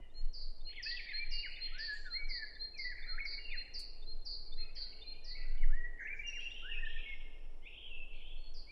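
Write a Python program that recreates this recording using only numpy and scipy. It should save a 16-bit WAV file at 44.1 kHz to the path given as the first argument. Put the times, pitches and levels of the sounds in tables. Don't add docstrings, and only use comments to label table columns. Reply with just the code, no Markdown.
import sys
import numpy as np
from scipy import signal
from scipy.fft import rfft, irfft
from scipy.io import wavfile
from scipy.ndimage import uniform_filter1d

SR = 44100
rng = np.random.default_rng(int(sys.argv[2]) if len(sys.argv) > 2 else 0)


def to_linear_factor(level_db):
    exponent = np.asarray(level_db, float) / 20
    return 10 ** exponent


def to_wav(sig):
    pcm = np.clip(np.atleast_2d(sig), -1, 1) * 32767
    pcm = np.round(pcm).astype(np.int16)
    wavfile.write(sys.argv[1], SR, pcm.T)


N = 384111
LEAD = SR // 2

# f/Hz, density/dB
HUM_SPECTRUM = [(30, -11.5), (52, -9), (80, -28.5), (110, -25), (150, -35), (350, -30.5), (730, -35),
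                (1250, -46), (2000, -50), (3300, -51), (6000, -58.5), (11700, -60.5), (12200, -81)]
# middle t/s, half length/s, level/dB
GUSTS = [(-.01, 0.034, -18), (0.231, 0.053, -27), (0.537, 0.11, -36.5), (1.287, 0.17, -41.5),
         (1.74, 0.054, -44), (2.3, 0.17, -37.5), (3.317, 0.4, -43), (4.18, 0.11, -37.5), (4.627, 0.13, -43),
         (5.657, 0.18, -27), (6.34, 0.1, -45), (7.036, 0.24, -39), (8.238, 0.32, -44)]

# share of length/1, share of glide/1, level/dB
SCOOP = [(0, 0, -6), (.24, .68, -.5), (.5, .93, -2), (.85, .99, -1), (1, 1, -5)]
SLIDE = [(0, 0.024, -5.5), (0.401, 0.47, 0.5), (1, 0.95, -0.5)]
PLUNGE = [(0, 0, -12), (.2, .0, -6), (.5, .07, -6), (.73, .28, .0), (.88, .65, -4), (1, 1, -6)]
HOLD = [(0, 0.046, 5), (.4, .45, -3.5), (1, 0.99, -1)]
STROKE = [(0, 0, -3.5), (.55, .55, 2), (1, 0.99, -5)]
LEVEL = [(0, 0.1, -2), (0.752, .1, 0.5), (1, 0.95, -2)]
FADE = [(0, 0, -2), (.3, 0, 0.5), (1, 0, -6)]

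# t/s, length/s, from f/Hz, to f/Hz, level/dB
FAR_SCOOPS = [
    (4.575, 0.04, 1642, 2250, -66),
    (6.4, 0.089, 2324, 2783, -47),
    (6.53, 0.058, 2600, 3144, -51),
    (6.84, 0.13, 2780, 3310, -54),
    (6.975, 0.082, 2353, 2813, -53),
    (7.77, 0.044, 2520, 3250, -48),
]
FAR_SLIDES = [
    (-.2, 0.11, 3126, 2793, -66.5),
    (4.6, 0.047, 1420, 1263, -60),
    (4.745, 0.038, 2320, 1894, -66),
    (6.6, 0.17, 3235, 2486, -49),
    (7.825, 0.072, 3305, 2840, -54.5),
    (7.9, 0.096, 2760, 2563, -51),
    (8.2, 0.13, 2950, 3394, -58.5),
]
FAR_HOLDS = [(-.15, 0.079, 2540, 2365, -69), (4.592, 0.073, 2607, 2535, -64),
             (4.8, 0.055, 1574, 1486, -66.5), (5.04, 0.16, 2430, 2405, -67.5),
             (5.31, 0.11, 2020, 2000, -63), (5.365, 0.028, 2600, 2550, -60.5),
             (5.385, 0.039, 1380, 1310, -64), (.675, 0.017, 2900, 2955, -55),
             (4.918, 0.019, 2190, 2290, -64.5), (5.355, 0.011, 2270, 2390, -53.5),
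             (5.45, 0.13, 1590, 1550, -70), (1.43, .12, 2903, 2860, -54), (3.45, 0.1, 2810, 2580, -54.5)]
FAR_STROKES = [(-.25, .13, 1682, 2130, -63.5), (6.85, 0.014, 3300, 3940, -53),
               (7.745, 0.035, 3000, 3820, -59), (4.45, 0.1, 2340, 2307, -80.5),
               (4.765, 0.01, 3300, 3140, -58), (4.912, 0.014, 1850, 2240, -71),
               (4.926, 0.01, 3150, 2500, -58), (5.0, 0.035, 2810, 3020, -64),
               (5.033, 0.02, 2990, 2470, -65.5), (5.22, 0.096, 1794, 2010, -71),
               (5.36, 0.011, 2300, 3040, -61.5), (5.577, 0.062, 2976, 2904, -66),
               (6.38, 0.04, 2760, 3500, -53.5), (6.495, 0.032, 2996, 3900, -48.5),
               (6.98, 0.037, 1264, 1407, -62), (7.62, 0.064, 2930, 3830, -60.5),
               (7.655, 0.033, 2247, 3120, -55), (7.615, 0.041, 1930, 2310, -71)]
# t/s, length/s, centre f/Hz, level/dB, warble depth/Hz
FAR_RASPS = [(.7, 0.17, 2713, -61, 598), (.9, 0.13, 3400, -59, 455), (.98, 0.23, 2655, -66, 702),
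             (1.615, 0.25, 2803, -58.5, 687), (1.47, 0.15, 2347, -56, 301), (2.95, 0.24, 2000, -56, 248.5),
             (3.5, 0.11, 2517, -57, 140), (6.12, 0.039, 2710, -70, 250), (1.0, 0.25, 2150, -56.5, 300),
             (3.09, 0.077, 1455, -67.5, 182), (4.59, 0.085, 2324, -71.5, 404),
             (4.76, 0.036, 2455, -64, 656), (5.01, 0.17, 2780, -68.5, 244), (5.37, 0.11, 2420, -64, 400),
             (5.99, 0.1, 1930, -50, 238), (6.55, 0.22, 3115, -63.5, 403), (6.87, 0.28, 2930, -57, 460),
             (7.69, 0.25, 3050, -62.5, 450), (8.125, 0.18, 2953, -60.5, 500), (6.87, 0.21, 3480, -70, 231)]

# t/s, length/s, from f/Hz, to f/Hz, level/dB
CROWN_STROKES = [(1.4, 0.13, 7800, 7700, -101), (1.982, 0.0084, 6450, 5060, -70.5),
                 (6.142, 0.018, 7050, 6550, -82), (1.93, .03, 8800, 7900, -88),
                 (.08, 0.12, 6900, 6850, -98), (3.61, 0.035, 8400, 7270, -90), (5.47, 0.4, 7680, 7570, -99),
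                 (5.99, 0.06, 7050, 5570, -90.5), (6.0, 0.029, 5206, 3730, -92),
                 (6.157, 0.0066, 6500, 4600, -77.5), (6.262, 0.028, 6030, 5470, -63),
                 (6.288, .022, 5370, 3580, -68.5), (6.79, 0.026, 7640, 7070, -100),
                 (8.12, 0.0026, 6600, 3000, -82), (8.19, 0.019, 5000, 4000, -81)]
CROWN_HOLDS = [
    (1.928, 0.085, 7700, 7000, -87),
    (6.29, 0.26, 7730, 7500, -88),
    (8.44, 0.079, 4310, 4350, -72),
]
# t/s, length/s, centre f/Hz, level/dB, warble depth/Hz
CROWN_TRILLS = [
    (6.29, 0.15, 5520, -74.5, 220),
    (6.5, 1.25, 5380, -86, 150),
    (1.925, 0.071, 7100, -71.5, 510),
    (6.165, 0.05, 5200, -80, 500),
    (6.17, .06, 6600, -83, 500),
    (1.985, .06, 5700, -81, 500),
    (6.28, 0.11, 7960, -88, 350),
    (8.13, 0.11, 3900, -80, 450),
    (6.32, 0.22, 4400, -77, 570),
]

# t/s, chip level/dB, whistle level/dB, buzz level/dB
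TIT_PHRASES = [(0.333, -78, -55, -48.5), (.829, -69, -46.5, -41.5), (1.311, -54.5, -42, -43.5),
               (1.784, -60, -41, -43.5), (2.288, -62.5, -40, -43), (2.778, -61, -41, -43.5),
               (3.253, -60, -43.5, -43.5), (3.741, -55.5, -43, -45), (4.254, -60.5, -49, -43.5),
               (4.754, -54, -44.5, -43.5), (5.246, -52, -46.5, -46.5), (8.541, -93, -68.5, -53)]
# t/s, pitch factor/1, length factor/1
TIT_SAG = [
    (.33, 1.01, 1.02),
    (.83, 1.007, .965),
    (2.3, .998, .975),
    (4.5, .997, 1.005),
    (5.3, .996, .995),
    (8.5, 1.028, .92),
]
# t from buzz onset/s, f/Hz, level/dB
TIT_CHIP = [(-.231, 3570, -2), (-.219, 3610, -.1), (-.207, 3760, -13)]
TIT_WHISTLE = [(-.19, 4060, -17), (-.178, 4135, -9), (-.162, 4205, -1.5), (-.15, 4214, -.1),
               (-.114, 4215, -2.5)]
# t from onset/s, f/Hz, level/dB, flutter depth/Hz
TIT_BUZZ = [(-.003, 5950, -18, 150), (.002, 5400, -10, 220), (.008, 4780, -4, 240), (.025, 4620, -3, 265),
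            (.07, 4490, -.5, 280), (.09, 4460, -1.5, 285), (.104, 4450, -8, 285)]

# t/s, length/s, from f/Hz, to f/Hz, level/dB
NEAR_SCOOPS = [
    (.85, 0.039, 1480, 1802, -47),
    (.893, .065, 1793, 1956, -48),
    (1.174, 0.066, 2223, 2365, -41.5),
    (1.785, 0.08, 1690, 1834, -44.5),
    (2.135, 0.11, 1900, 2272, -44),
    (3.06, 0.046, 1257, 1455, -48),
    (5.69, 0.18, 1320, 1965, -48),
    (6.685, 0.057, 1702, 1830, -46.5),
]
NEAR_LEVELS = [(6.785, 0.021, 1760, 2000, -46.5), (6.825, .05, 1850, 1740, -44.5),
               (1.312, 0.12, 2850, 2800, -51.5), (2.848, .056, 1980, 1900, -42),
               (3.205, .06, 2230, 2150, -45), (1.308, .03, 2340, 2100, -53.5),
               (7.057, 0.084, 2185, 2110, -45), (6.33, 0.087, 2810, 2760, -53),
               (6.055, 0.021, 2200, 2700, -52), (1.155, 0.02, 2120, 1600, -46),
               (6.735, .02, 2400, 1960, -56.5)]
NEAR_SLIDES = [(.774, 0.04, 2290, 1750, -48.5), (.99, 0.016, 2530, 2000, -49),
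               (1.07, 0.061, 2435, 1775, -49), (1.875, 0.072, 1769, 1674, -43),
               (2.04, 0.097, 1613, 1292, -46), (2.27, 0.18, 2292, 1642, -47),
               (2.738, 0.04, 2630, 2230, -55), (2.79, 0.049, 2183, 2046, -44.5),
               (1.72, 0.08, 1290, 1700, -48), (6.622, 0.076, 1290, 1720, -47),
               (5.99, 0.042, 1930, 1496, -53)]
NEAR_PLUNGES = [
    (3.39, 0.18, 2810, 1363, -50.5),
    (5.607, .04, 2236, 1460, -48),
    (6.232, 0.16, 2824, 1355, -48),
]
NEAR_HOLDS = [
    (.862, 0.04, 2540, 2710, -49.5),
    (.974, 0.016, 2570, 2710, -44),
    (1.13, 0.056, 1701, 1742, -53.5),
    (3.115, .06, 1310, 1414, -46),
    (6.054, .016, 1723, 1760, -47),
    (6.105, 0.031, 2300, 2352, -44.5),
    (6.195, 0.041, 2276, 2406, -51),
]
NEAR_STROKES = [
    (3.197, 0.011, 2545, 2213, -45),
    (6.065, 0.0458, 2000, 2335, -47.5),
    (8.672, 0.039, 2195, 2455, -58.5),
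]
# t/s, length/s, from f/Hz, to f/Hz, level/dB
NEAR_FLICKS = [(.664, 0.0088, 2390, 3050, -66.5), (.688, 0.011, 2800, 1660, -69.5),
               (.718, 0.015, 2320, 3850, -55), (.757, 0.021, 3790, 2460, -55),
               (.905, .022, 2790, 4080, -53), (.963, .016, 3770, 2570, -53),
               (2.905, 0.028, 1875, 1610, -53), (3.178, 0.02, 1495, 2460, -52.5),
               (.728, .012, 1610, 2310, -65.5), (.758, .01, 1800, 2410, -65),
               (5.573, .008, 3930, 2600, -73.5), (1.42, 0.054, 2800, 1441, -51),
               (4.757, .012, 3300, 2100, -66), (4.925, .01, 3100, 2400, -67)]


def curve(rows, column=1):
    columns = np.transpose(rows)
    return np.interp(np.arange(N) / SR, columns[0], columns[column])


def unit(x):
    return x / np.sqrt(np.mean(x ** 2))


def walk(rate_hz, count=N):
    hold = int(SR / rate_hz)
    steps = np.repeat(rng.standard_normal(count // hold + 1), hold)
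    return 1.3 * uniform_filter1d(uniform_filter1d(steps, hold), hold)[:count]


def band(lo_hz, hi_hz, count=N):
    sos = signal.butter(2, [lo_hz, hi_hz], "band", fs=SR, output="sos")
    return unit(signal.sosfilt(sos, rng.standard_normal(count)))


def air():
    t = np.arange(N) / SR

    hz, db = np.transpose(HUM_SPECTRUM)
    f = np.arange(N // 2 + 1) * SR / N
    shape = to_linear_factor(np.interp(np.log(f + 1), np.log(hz), db, left=-90))
    hum = unit(irfft(shape * rfft(rng.standard_normal(N)), N))
    hum *= to_linear_factor(-63 + 0.22 * walk(0.89))

    pass_s, near_s, engine_beam = 5.7, 3.4, 2.9
    nearness = 1 / np.hypot(1, (t - pass_s) / near_s)
    engine = to_linear_factor(-75 + 0.85 * walk(1.9)) * nearness ** engine_beam * band(428., 440.)
    puff_db, puff_t60_s = -56.5, 0.033
    roar = (to_linear_factor(-73) * nearness + to_linear_factor(puff_db - 60 * t / puff_t60_s)) * band(190., 700.)

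    calm_db, buffet_db = -44.5, 6.5
    wind = to_linear_factor(calm_db) + sum(to_linear_factor(db) * np.exp(-((t - s) / half_s) ** 2) for s, half_s, db in GUSTS)
    push = signal.sosfilt(signal.butter(4, 22., fs=SR, output="sos"), band(12.07, 19.38))
    buffet = to_linear_factor(buffet_db) * wind ** 2 * band(20.4, 30.)
    return hum + engine + roar + wind * unit(push) + buffet


def glides(*groups, voiced=True):
    chest_hz, chest_db_per_khz = 1772, 33
    head_hz, head_db_per_khz = 3050, 13.5
    notes = []
    for rows, shape in groups:
        when, glide, swell_db = np.transpose(shape)
        for s, length_s, start_hz, end_hz, db in rows:
            hz = start_hz + (end_hz - start_hz) * glide
            weak = chest_db_per_khz * np.maximum(chest_hz - hz, 0)
            weak = weak + head_db_per_khz * np.maximum(hz - head_hz, 0)
            level_db = db + swell_db - voiced * weak / 1000
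            notes.append(np.transpose([s + length_s * when, hz, level_db]))
    return notes


def warbles(rows):
    return [[(s + length_s * when, hz, db + swell_db, depth_hz) for when, _, swell_db in FADE]
            for s, length_s, hz, db, depth_hz in rows]


def sing(notes, edge_s=.006, warble_hz=0., wobble=0.0037, waver_db=2.5, octave_db=-58):
    out = np.zeros(N + 2 * LEAD)
    for note in notes:
        s, hz, db, *depth_hz = np.transpose(note)
        t = np.arange(s[0] - edge_s, s[-1] + edge_s, 1 / SR)
        count = len(t)

        pitch_hz = uniform_filter1d(np.interp(t, s, hz), size=200, mode="nearest")
        pitch_hz *= 1 + wobble * walk(90, count)
        turn = 2 * np.pi * warble_hz * np.cumsum(1 + .04 * walk(39.5, count)) / SR
        turn += rng.uniform(0, 2 * np.pi)
        if depth_hz:
            pitch_hz += np.interp(t, s, depth_hz[0]) * np.sin(turn)
        phase = 2 * np.pi * np.cumsum(pitch_hz) / SR
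        tone = np.sin(phase) + to_linear_factor(octave_db) * np.sin(2 * phase)

        edge = np.clip(np.minimum(t - t[0], t[-1] - t) / (2 * edge_s), 0, 1)
        strength = to_linear_factor(np.interp(t, s, db) + waver_db * walk(65.9, count))
        strength *= np.sin(np.pi / 2 * edge) ** 2
        start = LEAD + int(t[0] * SR)
        out[start:start + count] += np.sqrt(2) * strength * tone
    return out


def wood(x, direct_db, near_db, tail_db, near_t60_s=0.22, tail_t60_s=1.426, lump_db=2.0, damp=0.17,
         shimmer_db=2.0, ground_db=-60, build_s=.03, sway=1.06):
    t = np.arange(2 * SR) / SR
    count = len(t)
    echo = to_linear_factor(near_db - 60 * t / near_t60_s) / np.sqrt(near_t60_s) * rng.standard_normal(count)
    build = 1 - np.exp(-t / build_s)
    for hz in 1000 * 2 ** np.arange(0, 3.6, .5):
        t60_s = tail_t60_s * (hz / 3000) ** -damp
        decay = to_linear_factor(tail_db - 60 * t / t60_s) * np.sqrt(hz / 60000)
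        echo += decay * band(hz / 1.15, hz * 1.172, count) * build
    echo *= np.sqrt(2 * np.log(1000) / SR) * to_linear_factor(lump_db * walk(60, count)) * np.clip(t / 0.005, 0, 1)

    share = 2 * walk(80.16, count)
    stretch_s = .00007 * sway
    wet = 0
    for group in (np.cos(share), np.sin(share)):
        stir = walk(45)
        paths = signal.fftconvolve(x, echo * group)[LEAD:LEAD + N] * to_linear_factor(shimmer_db * stir)
        wet = wet + np.interp(np.arange(N) + stretch_s * SR * stir[::-1], np.arange(N), paths)

    ground_lag_s = .00467
    x = x + to_linear_factor(ground_db) * np.roll(x, int(ground_lag_s * SR))
    return to_linear_factor(direct_db) * x[LEAD:LEAD + N] + wet


def far_thrushes():
    syllables = glides((FAR_SCOOPS, SCOOP), (FAR_SLIDES, SLIDE), (FAR_HOLDS, HOLD), (FAR_STROKES, STROKE))
    song = sing(syllables, wobble=0.014, waver_db=2.5)
    song += sing(warbles(FAR_RASPS), edge_s=.015, warble_hz=70.76, wobble=.05, waver_db=2.5)
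    return wood(song, -2.5, -5, -1.1, build_s=0.015, sway=1.74, near_t60_s=0.18, tail_t60_s=1.11, damp=0.12)


def crowns():
    thin = glides((CROWN_STROKES, STROKE), (CROWN_HOLDS, HOLD), voiced=False)
    calls = sing(thin, edge_s=0.0032, wobble=0.0066, waver_db=-7.0)
    calls += sing(warbles(CROWN_TRILLS), warble_hz=95.6, wobble=0.013, waver_db=3.0)
    return wood(calls, -3.5, -1.9, -1.3, near_t60_s=0.17, tail_t60_s=0.93)


def tit():
    at = (np.transpose(TIT_PHRASES)[0] * SR).astype(int)
    pitches, paces = curve(TIT_SAG, column=1)[at], curve(TIT_SAG, column=2)[at]

    def placed(shape, column):
        return [[(row[0] + s * pace, hz * pitch, db + row[column], *depth_hz) for s, hz, db, *depth_hz in shape]
                for row, pitch, pace in zip(TIT_PHRASES, pitches, paces)]

    clear = placed(TIT_CHIP, column=1) + placed(TIT_WHISTLE, column=2)
    clear = sing(clear, edge_s=.005, wobble=0.0018, waver_db=1.8)
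    buzz = sing(placed(TIT_BUZZ, column=3), edge_s=.0025, warble_hz=213.6, wobble=0.009, waver_db=2.5)
    clear = wood(clear, 0.24, -29.5, -8.0, near_t60_s=0.11, tail_t60_s=1.18, damp=.6, lump_db=0.5,
                 shimmer_db=2, build_s=0.02)
    buzz = wood(buzz, -2.3, -5.5, -2.0, near_t60_s=0.13, tail_t60_s=1.005, damp=0.93, lump_db=1.04,
                shimmer_db=1.0, build_s=0.02)
    return clear + buzz


def near_thrush():
    syllables = glides((NEAR_SCOOPS, SCOOP), (NEAR_SLIDES, SLIDE), (NEAR_PLUNGES, PLUNGE),
                       (NEAR_HOLDS, HOLD), (NEAR_STROKES, STROKE), (NEAR_LEVELS, LEVEL))
    song = sing(syllables, edge_s=.007, wobble=0.011, waver_db=4)
    song += sing(glides((NEAR_FLICKS, STROKE), voiced=False), edge_s=.003, wobble=0.011, waver_db=3.5)
    return wood(song, -1.2, -7.5, -8, build_s=.02, sway=2.23, ground_db=-5.5, near_t60_s=0.09,
                tail_t60_s=0.98, damp=0.087)


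def twig():
    snap_s, snap_db, snap_t60_s = 3.793, -57, 0.11
    age_s = np.arange(N) / SR - snap_s
    crack = band(5000., 9000.) + to_linear_factor(-11) * band(1200., 4000.)
    crack += to_linear_factor(-1.0) * band(8000., 10300.) + to_linear_factor(-14) * band(10300., 12500.)
    crack += to_linear_factor(-30.5) * (band(13600., 14400.) + band(15000., 15800.))
    return to_linear_factor(snap_db - 60 * np.abs(age_s) / snap_t60_s) * (age_s > 0) * crack


def scene():
    return (air() + far_thrushes() + crowns() + tit() + near_thrush() + twig())[None]


def band_limit(x):
    return signal.sosfilt(signal.butter(12, 15800, fs=SR, output="sos"), x)


def record(dry):
    return band_limit(dry)


dry = scene()
out = record(dry)
to_wav(out)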